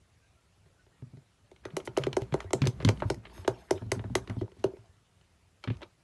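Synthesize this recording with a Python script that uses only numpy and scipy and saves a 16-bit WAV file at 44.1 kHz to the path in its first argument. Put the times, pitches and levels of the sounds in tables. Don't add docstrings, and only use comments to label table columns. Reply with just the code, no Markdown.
import sys
import numpy as np
from scipy import signal
from scipy.fft import rfft, irfft
from scipy.io import wavfile
from scipy.ndimage import uniform_filter1d

SR = 44100
rng = np.random.default_rng(int(sys.argv[2]) if len(sys.argv) > 2 else 0)


def gain_from_decibels(decibels):
    exponent = np.asarray(decibels, float) / 20
    return 10 ** exponent


def materialize(psi):
    bounded = np.clip(np.atleast_2d(psi).T, -1, 1)
    quanta = np.round(bounded * 32767).astype(np.int16)
    wavfile.write(sys.argv[1], SR, quanta)


N = 265919
SIZE = 16384
HZ = np.fft.rfftfreq(SIZE, 1 / SR)
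T = np.arange(SIZE) / SR


def unit(x):
    return x / np.sqrt(np.mean(x ** 2, axis=-1, keepdims=True) + 1e-20)


def peak_one(x):
    return x / np.abs(x).max(axis=1, keepdims=True)


def along(points, hz):
    f, value = np.transpose(points)
    return np.interp(np.log(hz + 1), np.log(f + 1), value)


def coloured(x, response):
    return irfft(rfft(x) * response, SIZE)


def white(count):
    return rng.standard_normal((count, SIZE))


def band_pass(centre_hz, width_hz, hz, damping=1):
    loss = 1j * hz * width_hz
    return loss / (centre_hz ** 2 - hz * hz + loss * damping)


def resonances(modes, hz, scatter_db=0):
    centre, width, db = np.transpose(modes)[:, :, None]
    return gain_from_decibels(db.T + scatter_db) @ band_pass(centre, width, hz)


def rings(modes, hz, scatter_db, tune, damping):
    return sum(gain_from_decibels(db + scatter_db[:, [k]]) * band_pass(centre * tune, width, hz, damping)
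               for k, (centre, width, db) in enumerate(modes))


def noise(response, patchy_db):
    z = signal.stft(rng.standard_normal(N), nperseg=512)[2]
    field = uniform_filter1d(rng.standard_normal(z.shape), 5, axis=0)
    field = uniform_filter1d(field, 6, axis=1)
    x = signal.istft(z * gain_from_decibels(patchy_db * field / field.std()), nperseg=512)[1][:N]
    return unit(irfft(rfft(x) * response(np.fft.rfftfreq(N, 1 / SR)), N))


def place(times, sounds):
    at = np.round(times * SR).astype(int)[:, None] + np.arange(SIZE)
    return np.bincount(at.ravel(), sounds.ravel(), N + SIZE)[:N]


# t/s, crack level/dB, panel ring/dB re crack,
# treble/dB re crack, clack f/Hz
NAIL_TAPS = [(1.514, -50, 1.5, -12, 2110), (1.6525, -32.5, -1, -15, 1915), (1.7668, -23.5, -2.5, -6, 1967),
             (1.8738, -27.5, -4.5, -17, 1975), (1.9731, -21.5, 3, -4, 2982), (2.167, -24.5, 5.5, -7, 2061),
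             (2.218, -36.5, 1, -13.5, 2100), (2.34, -27.5, 7.5, -9, 2028), (2.5317, -17, -2.5, -5, 2030),
             (2.8879, -17.5, -4, -11.5, 1957), (3.1006, -18, -4, -10.5, 1497),
             (3.477, -19.5, 2.5, -9, 1594), (3.708, -17.5, 0, -5.5, 2023), (3.9174, -17.5, -6, -7, 1995),
             (4.1525, -14.5, -6.5, -8, 2022), (4.6402, -28.5, 11, -9, 2730)]
# t/s, crack level/dB, treble/dB re crack, clack f/Hz
CLAW_TICKS = [(1.562, -49, -18, 3160), (1.7033, -46.5, -33.5, 1880), (1.801, -39, -19.5, 3040),
              (1.853, -50.5, -12, 3960), (1.862, -45.5, 5.5, 6520), (1.967, -27.5, -21.5, 2614),
              (1.9827, -28.5, -14.5, 1974), (2.0198, -41.5, -20.5, 2090), (2.0364, -22.5, -16.5, 3060),
              (2.129, -28, -16.5, 3210), (2.391, -54, -2.5, 1950), (2.6179, -22.5, -18.5, 4360),
              (2.6544, -29, -11, 4470), (2.6706, -17.5, -11, 3715), (2.8483, -16.5, -14.5, 4326),
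              (2.9733, -42.5, -14, 3040), (3.0016, -38, -26.5, 2160), (3.1437, -40.5, -5.5, 1940),
              (3.7767, -42, -33.5, 2940), (4.2739, -36.5, -19, 1969), (4.4964, -60, -9, 1960),
              (4.8578, -59, -14, 3140), (5.2112, -55.5, -16.5, 2878), (5.639, -31.5, -20, 3090),
              (5.769, -50, -12, 2520), (5.8296, -35.5, -23, 3430), (2.994, -56, 4, 10000),
              (3.004, -52, -2, 7000), (4.429, -54, -14, 3000), (5.8175, -44, -30, 1000),
              (5.8325, -44, -30, 980), (5.824, -48, -30, 950), (5.808, -52, -30, 950),
              (3.4475, -46, -30, 1000), (3.2535, -46, -30, 1080)]
# t/s, crack level/dB, panel ring/dB re crack, upper ring/dB re crack
PAD_LANDINGS = [(0.8641, -60, -2, -6), (1.021, -57, 2, -2), (2.3227, -34.5, -8, -15.5),
                (2.639, -34.5, -1, -8.5), (2.6622, -32, 6, -20), (2.8012, -38, -4, -5),
                (2.8758, -33.5, -1, -4.5), (3.0205, -37, 7, 14), (3.2523, -39.5, -39, -6),
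                (3.268, -42, -10, -23.5), (3.2976, -50.5, -9.5, -15.5), (3.447, -41, -2, -4.5),
                (3.8191, -52.5, 9.5, 10.5), (3.993, -40, -0.5, -4), (4.04, -44, 3.5, 3),
                (5.6474, -52.5, 2.5, 9), (5.674, -33, -7, -12), (5.701, -35, -1, -8.5),
                (5.8077, -57, -4, 6.5), (5.8239, -40.5, -5, -3)]
# t/s, crack level/dB, panel ring/dB re crack, upper ring/dB re crack
RINGING_KNOCKS = [(0.6589, -68, 4.5, 1), (1.1357, -68.5, 6.5, 4), (1.1705, -58, 1, -4.5),
                  (2.442, -48.5, 8, -1.5), (2.506, -40, -4, -0.5), (3.0412, -59.5, 3.5, 11.5),
                  (3.3777, -46, -8, 0), (3.8633, -60.5, 4, -14.5), (4.098, -68, 12, 23.5),
                  (4.3655, -62, 4, 14), (4.4111, -43.5, 9, 2.5), (4.4142, -48, 17.5, -1.5),
                  (4.4172, -50, 17.5, 7.5), (4.4585, -65.5, 8.5, 7), (4.4783, -63.5, -8.5, 14),
                  (4.5173, -50, 0, -23.5), (4.565, -68.5, 13, 12), (4.733, -66, 26, 18),
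                  (4.768, -54.5, 4, -1), (5.8524, -66, -14.5, 0), (2.0664, -29.5, 8, -3.5),
                  (2.4035, -29.5, -23.5, -11.5), (2.824, -41.5, 3.5, -18.5), (4.297, -35, -7, -5.5),
                  (5.817, -41, -5.5, -2), (4.2746, -57.5, 14, -5)]


def contacts():
    # t/s, crack/dB, panel ring/dB, upper ring/dB, treble/dB, clack f/Hz
    nails = [(s, db, ring_db, ring_db - 4, treble_db, hz) for s, db, ring_db, treble_db, hz in NAIL_TAPS]
    claws = [(s, db, -17.5, -22, treble_db, hz) for s, db, treble_db, hz in CLAW_TICKS]
    pads = [(*row, -30.5, 1722) for row in PAD_LANDINGS]
    knocks = [(*row, -14.5, 2000) for row in RINGING_KNOCKS]
    return np.array(nails + claws + pads + knocks)


# f/Hz, level/dB
CRACK_SPECTRUM = [(350, -24), (750, -10), (1300, 1.5), (1800, -9.5), (2050, -3), (2500, -3), (3100, -5.5),
                  (4200, -6.5), (5000, -7.5), (6300, -5.5), (8000, -12), (11000, -15.5), (14000, -28.5)]


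def crack(treble_db):
    tilt_db = 1.526 * (treble_db + 8.5) * np.clip(np.log2((HZ + 1) / 3600), 0, 1)
    grit = coloured(white(len(treble_db)), gain_from_decibels(along(CRACK_SPECTRUM, HZ) + tilt_db))
    length = np.clip(gain_from_decibels(-.25 * (treble_db + 17)), .7, 3)
    landing = (1 - np.exp(-T / (0.000264 * length))) ** 2
    decay = gain_from_decibels(-60 * T / (0.01793 * length)) + gain_from_decibels(-4 - 60 * T / (0.0287 * length))
    return grit * landing * decay


def clack(hz):
    return np.sin(2 * np.pi * hz * T) * (1 - np.exp(-T / 0.00067)) ** 2 * gain_from_decibels(-60 * T * hz / 22)


def with_echo(x):
    delay_s, echo_db = 0.0009663, -15.5
    return peak_one(coloured(x, 1 + gain_from_decibels(echo_db) * np.exp(-2j * np.pi * HZ * delay_s)))


def travel(hz, edge_hz):
    return np.exp(-4j * np.pi * 0.048626 * np.sqrt(hz)) / (1 + 1j * hz / edge_hz) ** 4


# f/Hz, width/Hz, level/dB
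PANEL_MODES = [(562, 45, -19), (379.9, 40.44, 7), (402.6, 49, -5.5), (487.2, 24, -4)]
# f/Hz, width/Hz, level/dB
LINGER_MODE = [(392.2, 12, -12.5)]
# f/Hz, width/Hz, level/dB
FRAME_MODES = [(105, 30, -3), (150, 35, 0), (197, 35, 0), (245, 40, -7)]


def panel_ring(tune, damping):
    low = HZ[HZ < 6000]
    scatter_db = 1.5 * rng.standard_normal((len(tune), len(PANEL_MODES)))
    modes = rings(PANEL_MODES, low, scatter_db, tune, damping) + resonances(LINGER_MODE, low) / damping ** 4
    radiation = (1j * low / (250 + 1j * low)) ** 2 * np.exp(-2j * np.pi * low * .0005)
    front = peak_one(irfft(travel(low, 780) * radiation * modes, SIZE))
    scatter_db = 3 * rng.standard_normal((len(tune), len(FRAME_MODES)))
    frame = peak_one(irfft(travel(low, 400) * resonances(FRAME_MODES, low, scatter_db), SIZE))
    return front + gain_from_decibels(-18) * frame


# f/Hz, width/Hz, level/dB
UPPER_MODES = [(630, 38, -21.5), (647.7, 46.5, 6.5), (698.8, 55, 2.5), (813.6, 105, 0), (898.1, 48, 0.5),
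               (964.6, 90, -14.5), (1256, 89, -11), (1422, 98, -10)]


def upper_ring(panel_db, upper_db, tune, damping):
    low = HZ[HZ < 6000]
    near_rib = np.clip(upper_db - panel_db, 0, 15)
    scatter_db = 1.5 * rng.standard_normal((len(tune), len(UPPER_MODES)))
    scatter_db -= 1.5 * near_rib * np.abs(np.log2(np.transpose(UPPER_MODES)[0] / 1000))
    modes = rings(UPPER_MODES[:3], low, scatter_db[:, :3], tune, damping)
    modes = modes + resonances(UPPER_MODES[3:], low, scatter_db[:, 3:])
    edge_hz = 2500 * gain_from_decibels(-.7 * np.clip(panel_db - 6.5, 0, 12))
    return peak_one(irfft(travel(low, edge_hz) * modes, SIZE))


# f/Hz, t60/s
ROOM_DECAY = [(300, 0.1717), (1000, 0.17), (3000, 0.097), (6000, 0.1335), (11000, 0.1289)]


def with_room(sounds):
    wet_db, gap_s = -12.5, 0.0083
    hz, t, z = signal.stft(rng.standard_normal(sounds.shape), SR, nperseg=256)
    decay = gain_from_decibels(-60 * t / along(ROOM_DECAY, hz)[:, None])
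    tail = signal.istft(z * decay, SR, nperseg=256)[1][:, :SIZE]
    tail = unit(tail * np.clip(T / gap_s, 0, 1) ** 2 * (T < .8 * T[-1])) / np.sqrt(SIZE)
    return sounds + gain_from_decibels(wet_db) * coloured(sounds, rfft(tail))


# t/s, panel f/Hz, upper f/Hz, damping factor, clack level/dB
HAND_GRIP = [(1.514, 380, 655, 1, -5), (1.65, 377, 600, 1.1, -7), (1.77, 380, 605, 1.1, -10),
             (1.87, 377, 590, 1.1, -8), (1.97, 380, 660, 1, -7), (2.07, 380, 620, 1.1, -5),
             (2.17, 382, 655, 1.1, -7), (2.34, 380, 620, 1.2, -7), (2.53, 377, 662, 1.2, -10),
             (2.67, 376, 610, 1.2, -6), (2.89, 382, 620, 1.2, -9), (3.02, 365, 612, 1.1, -6),
             (3.1, 373, 621, 1.4, -6), (3.25, 378, 640, 1.2, -6), (3.48, 382, 662, 1.2, -7),
             (3.71, 380, 660, 1.1, -9), (3.92, 380, 658, 1.1, -5), (4.15, 378, 658, 1.3, -3),
             (4.41, 370, 646, 1.2, -6), (4.64, 385, 640, 1, -6), (5.67, 365, 600, 1.2, -6)]


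def taps():
    s, db, panel_db, upper_db, treble_db, clack_hz = contacts().T[:, :, None]
    grip_s, *grip = np.transpose(HAND_GRIP)
    panel_hz, upper_hz, damping, clack_db = (np.interp(s, grip_s, column) for column in grip)
    burst = with_echo(crack(treble_db))
    knock = gain_from_decibels(clack_db) * with_echo(clack(clack_hz))
    top = np.abs(burst + knock).max(axis=1, keepdims=True)
    panel = panel_ring(panel_hz / 380, damping)
    upper = upper_ring(panel_db, upper_db, upper_hz / 648, damping)
    panel_gain = gain_from_decibels(panel_db + 3.5)
    upper_gain = gain_from_decibels(upper_db + 3.5 - .5 * np.clip(panel_db - 7, 0, 8))
    hit = gain_from_decibels(db) * (burst / top - panel_gain * panel - upper_gain * upper)
    return place(s[:, 0], with_room(hit) + gain_from_decibels(db) * knock / top)


# t/s, peak level/dB, f/Hz, floor-panel share/dB
HARD_JOLTS = [(1.024, -38.5, 129.2, -7.5), (1.135, -45, 127.3, -5.5), (1.171, -46, 138.8, -11),
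              (1.735, -39.5, 159, -12.5), (1.887, -42, 123.4, -11), (2.219, -33.5, 120, -35.5),
              (2.326, -27.5, 142.9, -9.5), (2.619, -20, 137.2, -5), (2.675, -21.5, 122.2, -12.5),
              (2.8496, -21, 150.7, 0), (3.053, -25.5, 104, -14), (3.924, -32, 117.8, -26.5),
              (4.369, -30.5, 115.4, -3.5), (4.416, -32.5, 103.6, -7.5), (4.648, -35, 116.8, -6.5),
              (4.891, -53.5, 85.8, -27.5), (5.702, -26.5, 118.4, -9.5), (5.754, -45, 86, -20.5),
              (1.664, -47.5, 112, -11), (2.13, -42.5, 121, -12.5), (3.021, -38, 140, -3),
              (2.925, -38, 150, -3), (2.607, -38, 125, -20), (2.829, -37, 120, -12), (2.733, -42, 125, -20),
              (3.716, -38, 150, -8), (2.043, -38, 135, -12), (3.108, -33, 135, -5), (3.994, -38, 120, -8),
              (4.214, -44, 110, -8), (4.435, -38, 110, -10), (1.065, -50, 125, -10), (2.794, -40, 150, -10)]
# t/s, peak level/dB, f/Hz, floor-panel share/dB
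ROCKING_PUSHES = [(1.997, -36.5, 135.8, -17.5), (2.068, -36, 135, -5), (2.448, -40.5, 92.3, -24.5),
                  (2.54, -37, 129, 0), (2.64, -30, 127.9, -15.5), (2.864, -20.5, 106, -8),
                  (2.883, -34, 106, 3), (3.164, -43.5, 110.3, -4.5), (3.388, -43, 89.5, -29.5),
                  (3.484, -37.5, 119.8, -24), (3.736, -40.5, 95, -14), (3.816, -37.5, 108.6, -3.5),
                  (3.859, -38.5, 101.7, -6), (3.963, -36.5, 106, -1), (4.044, -36.5, 103.7, -4),
                  (4.104, -37.5, 123.5, 0.5), (4.157, -40, 116.2, -1.5), (4.296, -34, 106, -2.5),
                  (4.585, -51, 100, -4.5), (4.786, -52.5, 111, -24), (5.6746, -31.5, 119.4, -1.5)]
RAIL_CATCHES = [1.045, 2.255, 2.36, 2.7, 2.908, 3.085, 3.9, 4.02, 4.09, 4.355, 4.405, 4.452, 5.735, 7]


def jolts():
    s, db, hz, floor_db = np.transpose(list(HARD_JOLTS) + list(ROCKING_PUSHES))[:, :, None]

    def kind(jolt, push):
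        return np.repeat([jolt, push], [len(HARD_JOLTS), len(ROCKING_PUSHES)])[:, None]

    rise_s, t60_s, floor_t60_s = kind(.0026, .0035), kind(0.0833, 0.159), kind(.08, .11)
    friction = gain_from_decibels(-60 * (T / t60_s) ** 1.35)
    grip_s = np.array(RAIL_CATCHES)[np.searchsorted(RAIL_CATCHES, s)]
    caught = gain_from_decibels(-450 * np.clip(s + T - grip_s, 0, None))
    swing = np.sin(2 * np.pi * hz * T) * friction * caught
    load = 1 + .025 * rng.standard_normal((len(s), 2, 1))
    floor_panel = np.sin(2 * np.pi * 245 * load[:, 0] * T)
    side_panel = np.sin(2 * np.pi * 190 * load[:, 1] * T)
    answer = (floor_panel + side_panel) * gain_from_decibels(floor_db - 60 * T / floor_t60_s)
    return place(s[:, 0], gain_from_decibels(db + 6.5) * (1 - np.exp(-T / rise_s)) * (swing + answer))


def friction_noise(hz, width, order):
    slips = gain_from_decibels(3.5 * unit(uniform_filter1d(white(len(hz)), 120, axis=1)))
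    return unit(coloured(slips * white(len(hz)), band_pass(hz, width, HZ) ** order))


def rub_along(rows):
    s, length, db, hz, width = np.transpose(rows)[:, :, None]
    swell = np.sin(np.pi * np.clip(T / length, 0, 1)) ** .35
    return place(s[:, 0], gain_from_decibels(db) * swell * (T < length) * friction_noise(hz, width, 2))


# t/s, fade of 30 dB/s, level/dB, f/Hz, width/Hz
SKIDS = [(1.655, 0.0775, -49, 1300, 1500), (2.803, 0.0248, -41.5, 800, 1400),
         (2.892, 0.0562, -42, 900, 1500), (3.022, 0.04, -35, 1200, 1590), (2.806, 0.03, -46, 600, 300),
         (3.925, 0.07, -44.5, 1204, 1800), (3.998, 0.0629, -52.5, 900, 1200),
         (4.156, 0.055, -44, 1700, 2000), (4.3, 0.07, -46.5, 997, 1600), (5.676, 0.0371, -46.5, 2000, 2500),
         (5.703, 0.0627, -52, 2500, 3000), (3.482, 0.065, -44, 1000, 1400),
         (4.645, 0.0828, -58, 3000, 3000), (2.345, 0.2267, -55, 1200, 2000),
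         (2.675, 0.0269, -47.5, 3500, 3000), (4.158, .06, -56, 4000, 4000), (2.537, .05, -56, 4100, 1500),
         (3.106, .06, -55, 5500, 4000), (3.482, .07, -56, 6500, 4000), (1.775, .06, -58, 3000, 3000),
         (4.65, .1, -55, 860, 200), (3.712, .06, -59, 5500, 4000)]


def scuffs():
    s, fade, db, hz, width = np.transpose(SKIDS)[:, :, None]
    swell = (1 - np.exp(-T / .0015)) * gain_from_decibels(-30 * T / fade)
    return place(s[:, 0], gain_from_decibels(db) * swell * (T < fade) * friction_noise(hz, width, 4))


# t/s, length/s, level/dB, f/Hz, width/Hz
PAD_SLIDES = [
    (2.625, .04, -56, 1750, 2600),
    (2.856, .03, -53.5, 1500, 2500),
    (1.636, 0.0184, -61.5, 1230, 1700),
    (5.626, 0.0152, -64, 2350, 2500),
    (3.685, .024, -62.5, 1200, 1500),
    (3.23, 0.023, -63.5, 1230, 1300),
    (3.7, 0.039, -68.5, 3770, 520),
    (2.83, .018, -46, 250, 245),
]


def slides():
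    return rub_along(PAD_SLIDES)


# t/s, length/s, level/dB, f/Hz, width/Hz
WALL_STROKES = [(1.849, 0.0232, -52, 6500, 16400), (2.005, 0.046, -59.5, 2250, 1860),
                (2.455, 0.045, -66, 1943, 90), (2.63, 0.1126, -65, 3400, 1900),
                (2.4, 0.041, -66, 2920, 830), (2.80, 0.0355, -48.5, 1520, 1360),
                (2.855, 0.027, -60, 2900, 2460), (2.99, 0.013, -70, 2600, 2000),
                (3.34, 0.07, -64, 1200, 1500), (2.998, .012, -58, 2800, 2500), (3.67, .025, -68, 2000, 500),
                (4.044, 0.025, -57.5, 1400, 680), (4.385, 0.0465, -67.5, 3194, 265),
                (4.386, 0.025, -68.5, 4220, 300), (4.284, 0.0365, -58.5, 1540, 1000),
                (2.2, 0.0455, -61, 2700, 3750), (4.54, 0.14, -71, 2200, 5900), (3.3, 0.22, -74, 2000, 3000),
                (5.642, 0.121, -67, 2600, 2370), (5.812, 0.03, -61, 3000, 2400),
                (2.318, 0.021, -57.5, 1430, 3050)]


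def wall_strokes():
    return rub_along(WALL_STROKES)


# t/s, length/s, level/dB, treble slope/dB per octave
RIM_SWEEPS = [
    (3.33, .105, -61, -1.5),
    (3.582, .05, -67, -5),
    (3.63, .06, -72, 0),
    (3.072, .028, -66, 0),
    (4.375, .045, -69, -6),
]
# f/Hz, width/Hz, level/dB
RIM_MODES = [(2750, 300, -2), (3700, 400, 0), (4400, 300, -1.5), (5150, 400, 0), (6360, 450, 0),
             (8300, 600, -3), (9700, 800, -2.5), (11300, 600, -2.5)]


def sweeps():
    s, length, db, slope_db = np.transpose(RIM_SWEEPS)[:, :, None]
    colour = np.abs(resonances(RIM_MODES, HZ)) ** 1.6 * gain_from_decibels(slope_db * np.log2((HZ + 1) / 4000))
    swell = np.sin(np.pi * np.clip(T / length, 0, 1) ** .7) ** .6
    return place(s[:, 0], gain_from_decibels(db) * swell * (T < length) * unit(coloured(white(len(s)), colour)))


# t/s, length/s, level/dB, f/Hz
FUR_SQUEAKS = [
    (0.212, 0.076, -78, 1574),
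    (0.346, 0.071, -78.5, 1352),
    (.68, 0.083, -77, 529),
    (.78, 0.067, -75, 1486),
    (0.921, 0.055, -77.5, 1865),
    (0.98, 0.081, -74.5, 1237),
    (1.433, 0.078, -73.5, 602.5),
    (4.869, 0.058, -78.5, 1790),
]


def squeaks():
    return rub_along([(*row, 60) for row in FUR_SQUEAKS])


# t/s, level/dB
LEAN = [(0.8, -82.5), (1.06, -63.5), (1.45, -78.5), (1.72, -54), (2.26, -49), (2.5, -57.5), (2.854, -45),
        (3.12, -46.5), (3.22, -56), (3.36, -49.5), (3.7, -60.5), (3.98, -48), (4.33, -53), (4.46, -67.5),
        (4.66, -51.5), (4.88, -76), (5.6, -80), (5.8, -53)]


def lean_level():
    t = np.arange(N) / SR
    return np.interp(t, *np.transpose(LEAN)) - 190 * np.clip(t - LEAN[-1][0], 0, None)


# f/Hz, width/Hz, level/dB
BODY_MODES = [(62.1, 6.16, 4), (106, 15, -14.5), (147, 54, -18), (182.85, 7.3, -7.5)]


def sway():
    return gain_from_decibels(lean_level()) * noise(lambda hz: resonances(BODY_MODES, hz)[0], patchy_db=1.5)


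# t/s, peak level/dB, fade of 20 dB/s
FOOTING = [(1.698, -63, 0.7), (2.022, -52.5, 0.18), (2.41, -52, 0.1443), (2.632, -49, 0.04),
           (2.87, -58.5, 0.57), (3.3, -57.5, 0.5), (3.422, -54, 0.1467), (3.55, -55, 0.324),
           (3.76, -49.5, 0.143), (3.96, -50, 0.0553), (4.23, -60, 0.3663), (4.32, -54.5, 0.193),
           (4.72, -61, 0.2963), (5.74, -63, 0.18), (5.84, -64, 0.15)]


def shuffle():
    rise_s, rest_db = .09, -82
    t = np.arange(N) / SR
    shifts = [db - 20 * np.maximum((s - t) / rise_s, (t - s) / fade) for s, db, fade in FOOTING]
    level_db = np.maximum(np.max(shifts, axis=0), rest_db)

    def shell(hz):
        panel = resonances(list(PANEL_MODES) + [(268, 30, 0.5)], hz)[0]
        upper = gain_from_decibels(-5) * resonances(UPPER_MODES, hz)[0]
        return panel + upper + gain_from_decibels(-27) * (hz > 300) / (1 + (hz / 3000) ** 2)

    return gain_from_decibels(level_db) * noise(shell, patchy_db=5.5)


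# f/Hz, level/dB per Hz
MID_HISS_SPECTRUM = [(880, -4.5), (1500, -1), (3020, -2.5), (3300, -5), (3550, -4.5), (7670, -10.5),
                     (11100, -22), (12500, -50.5), (16200, -46), (22000, -120)]


def mid_hiss():
    hiss_db = -74 - 0.48 * np.clip(lean_level() + 65.5, 0, None)
    return gain_from_decibels(hiss_db) * noise(lambda hz: gain_from_decibels(along(MID_HISS_SPECTRUM, hz)), patchy_db=2)


# f/Hz, level/dB per Hz
AIR_SPECTRUM = [(15, -50.5), (25, -8), (102, 0.5), (126, -7.5), (159, -7), (241, -18), (297, -17.5),
                (330, -18.5), (685, -22), (843, -25), (1350, -27), (1800, -47), (9040, -34.5), (11400, -36),
                (12700, -37.5), (16500, -77), (22000, -120)]


def room_air():
    lean_db = np.interp(np.arange(N) / SR, *np.transpose(LEAN), right=-70) + 70
    smooth_db = uniform_filter1d(np.clip(lean_db, 0, None), size=SR // 10)
    return gain_from_decibels(-66 - .15 * smooth_db) * noise(lambda hz: gain_from_decibels(along(AIR_SPECTRUM, hz)), patchy_db=2)


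def scene():
    friction = scuffs() + slides() + wall_strokes() + sweeps() + squeaks()
    motion = sway() + shuffle() + mid_hiss()
    return (taps() + jolts() + friction + motion + room_air())[None]


def roll_off(x):
    return signal.sosfilt(signal.butter(12, 12830, fs=SR, output="sos"), x)


def record(dry):
    bass_cut = signal.butter(2, 50, "high", fs=SR, output="sos")
    treble_cut = signal.butter(16, 11700, fs=SR, output="sos")
    mix = signal.sosfilt(np.vstack([bass_cut, treble_cut]), dry)
    return roll_off(mix)


dry = scene()
out = record(dry)
materialize(out)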